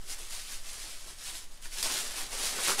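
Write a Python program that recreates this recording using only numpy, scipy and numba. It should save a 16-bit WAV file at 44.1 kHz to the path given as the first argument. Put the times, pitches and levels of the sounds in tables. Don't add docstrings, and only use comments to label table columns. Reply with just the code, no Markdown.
import sys
import numpy as np
from scipy import signal
from scipy.fft import rfft, irfft, next_fast_len
from scipy.io import wavfile
from scipy.ndimage import uniform_filter1d
from numba import njit

SR = 44100
rng = np.random.default_rng(int(sys.argv[2]) if len(sys.argv) > 2 else 0)


def linear_from_db(decibels):
    return 10 ** (np.asarray(decibels, float) / 20)


def log_audio(samples):
    frames = np.atleast_2d(samples).T
    limited = np.clip(frames, -1, 1)
    pcm = np.round(limited * 32767).astype(np.int16)
    wavfile.write(sys.argv[1], SR, pcm)


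N = 123479


def unit(x):
    return x / np.sqrt(np.mean(x ** 2))


def colour(x, spectrum):
    f, db = np.array(spectrum, float).T
    size = next_fast_len(N)
    hz = np.maximum(np.arange(size // 2 + 1) * SR / size, 1)
    gain = linear_from_db(np.interp(np.log(hz), np.log(f), db))
    return unit(irfft(rfft(x, size) * gain, size)[:N])


def air():
    # f/Hz, density/dB per Hz
    air_spectrum = [(3, 0), (17, -2), (29, -19), (50, -26), (130, -37), (400, -45), (2000, -50),
                    (15000, -60)]
    return linear_from_db(-41) * colour(rng.standard_normal(N), air_spectrum)


def hand():
    # peak t/s, level/dB, rise/s per 10 dB, fall/s per 10 dB, grip on the large folds/dB
    strokes = [(.019, -53.5, .047, .07, 6), (.122, -38, .045, .025, -2), (.197, -44, .047, .07, 1),
               (.327, -42.9, .112, .097, -3), (.402, -42.5, .094, .07, -5), (.537, -41.4, .098, .056, 0),
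               (.668, -44.2, .039, .125, 0), (.84, -43.2, .22, .22, 1), (1.098, -45.6, .063, .043, 3),
               (1.275, -39.3, .085, .065, -2), (1.361, -43.2, .039, .084, 1), (1.521, -54.9, .042, .111, 6),
               (1.655, -44.1, .038, .039, 2), (1.732, -42.5, .029, .052, -3), (1.797, -36.4, .053, .06, 1),
               (1.842, -34.6, .012, .17, 4), (1.953, -35.2, .11, .23, 4), (2.209, -38, .11, .07, 4),
               (2.333, -41.2, .051, .058, 6), (2.45, -31.2, .103, .065, 5), (2.57, -37.1, .085, .081, 9),
               (2.656, -30.4, .061, .052, 1), (2.703, -30.8, .051, .055, 10), (2.799, -26.6, .021, .05, 6)]
    rounding = 1.5
    t = np.arange(N) / SR
    fine, firm = 0, 0
    for at, db, rise, fall, grip_db in strokes:
        away = np.where(t < at, (at - t) / rise, (t - at) / fall)
        power = linear_from_db(2 * (db - 10 * away ** rounding))
        fine = fine + power
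        firm = firm + power * linear_from_db(2 * grip_db)
    return np.sqrt(fine), np.sqrt(firm)


def flutter(rate_hz):
    flutter_db = .9
    hold = int(SR / rate_hz)
    steps = np.repeat(rng.standard_normal(N // hold + 1), hold)
    slewed = uniform_filter1d(uniform_filter1d(steps, hold), hold)
    return linear_from_db(flutter_db * unit(slewed[:N]))


@njit
def rings(out, at, step, fade, size):
    for k in range(len(at)):
        z = size[k] + 0j
        turn = fade[k] * np.exp(1j * step[k])
        i, left = at[k], 1.
        while left > .003 and i < len(out):
            out[i] += z.imag
            z, left, i = z * turn, left * fade[k], i + 1
    return out


def buckles(spectrum, cycles, spread_db, count, size):
    low_hz, high_hz = spectrum[0][0], spectrum[-1][0]
    at = np.repeat(rng.integers(0, N, count), size)
    event_db = np.repeat(spread_db * np.minimum(rng.exponential(1., count), 5), size)
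    pitch, own, way = rng.random((3, count * size))
    hz = low_hz + (high_hz - low_hz) * pitch
    gain = linear_from_db(event_db + 10 * np.log10(hz) + 6.0 * own) * np.sign(way - .5)
    fade = np.exp(-hz / SR / cycles * np.pi)
    return colour(rings(np.zeros(N), at, 2 * np.pi * hz / SR, fade, gain), spectrum)


def snaps(creases, t60_s, tail_db, cycles):
    late_s, trim_db = .0007, -2.5
    length = 2048
    out, t = np.zeros(N + SR), np.arange(length) / SR
    fade = np.exp(-np.log(1000) * t / t60_s)
    for at, db, hz in creases:
        band = [.5 * hz, min(2.4 * hz, 14000)]
        burst = signal.lfilter(*signal.butter(1, band, "band", fs=SR), rng.standard_normal(length))
        tick = np.sin(2 * np.pi * hz * t) * np.exp(-hz * t / cycles)
        i = int((at + late_s) * SR)
        out[i:i + length] += linear_from_db(db + trim_db) * (tick + linear_from_db(tail_db) * fade * unit(burst))
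    return out[:N]


def tissue():
    # f/Hz, density/dB per Hz
    facet_spectrum = [(300, -33), (700, -17), (1400, -9), (2500, -5), (4800, -2), (6500, -2.6), (10000, -1),
                      (13000, -9)]
    fold_spectrum = [(90, -24), (180, -7), (280, -3), (400, -1), (700, 0), (1200, -1), (2000, -3),
                     (4000, -12)]
    # t/s, peak level/dB, ring f/Hz
    lone_creases = [(0.0782, -32, 7240), (0.1875, -29, 8470), (0.2714, -33, 8630), (0.5224, -24, 5960),
                    (0.614, -35, 7450), (0.7314, -29, 7900), (1.1862, -35, 4610), (1.3528, -26, 3880),
                    (1.4394, -36, 5850), (1.5194, -40, 4580), (1.5753, -40, 3030), (1.6247, -35, 7540),
                    (1.6561, -32, 1770), (1.726, -28, 5390), (1.7838, -24, 3900), (1.8594, -20, 4230),
                    (1.9144, -20, 3690), (1.9214, -19, 5450), (1.9394, -18, 4400), (1.9564, -20, 3950),
                    (1.9774, -19, 3920), (2.3276, -26, 5260), (2.4544, -21, 9550), (2.6434, -18, 4120),
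                    (2.6824, -16, 1400), (2.6924, -14, 5890), (2.7064, -18, 6060), (2.7174, -19, 1220),
                    (2.7924, -17, 3130)]
    # t/s, peak level/dB, ring f/Hz
    stiff_fold = [
        (1.8272, -15, 4770),
    ]
    fine, firm = hand()
    facets = buckles(facet_spectrum, cycles=2.5, spread_db=2.2, count=24000, size=3) * flutter(40)
    folds = buckles(fold_spectrum, cycles=4.0, spread_db=2.0, count=2000, size=3) * flutter(25)
    snapping = snaps(lone_creases, t60_s=.02, tail_db=-12, cycles=1.4)
    crack = snaps(stiff_fold, t60_s=.035, tail_db=-7, cycles=3.0)
    return linear_from_db(-1.5) * fine * facets + linear_from_db(-15.6) * firm * folds + snapping + crack


def room(x, count=140):
    t60_s, gap_s, echo_db = .15, .003, -5
    t, hop = np.arange(SR // 6) / SR, N // count
    fade = np.exp(-np.log(1000) * t / t60_s) * (t > gap_s)
    tails = rng.standard_normal((count + 2, len(t))) * fade
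    tails = signal.lfilter(*signal.butter(1, 12000, fs=SR), tails)
    window = np.sin(np.pi * np.arange(2 * hop) / hop / 2)
    x, out = np.pad(x, (hop, 2 * hop)), np.zeros(N + 5 * hop + len(t))
    for k in range(count + 1):
        part = signal.fftconvolve(x[k * hop:(k + 2) * hop] * window, tails[k])
        out[k * hop:k * hop + len(part)] += part
    return linear_from_db(echo_db) * out[hop:hop + N] / np.sqrt(np.sum(tails[0] ** 2))


def scene():
    paper = tissue()
    return (paper + room(paper) + air())[None]


def band_limit(x):
    return signal.sosfilt(signal.butter(12, 16480, fs=SR, output="sos"), x)


def record(dry):
    mic_hz, top_hz = 15000, 15660
    soft = signal.lfilter(*signal.butter(2, mic_hz, fs=SR), dry)
    steep = signal.ellip(12, .2, 76, top_hz, fs=SR, output="sos")
    return band_limit(signal.sosfilt(steep, soft))


dry = scene()
out = record(dry)
log_audio(out)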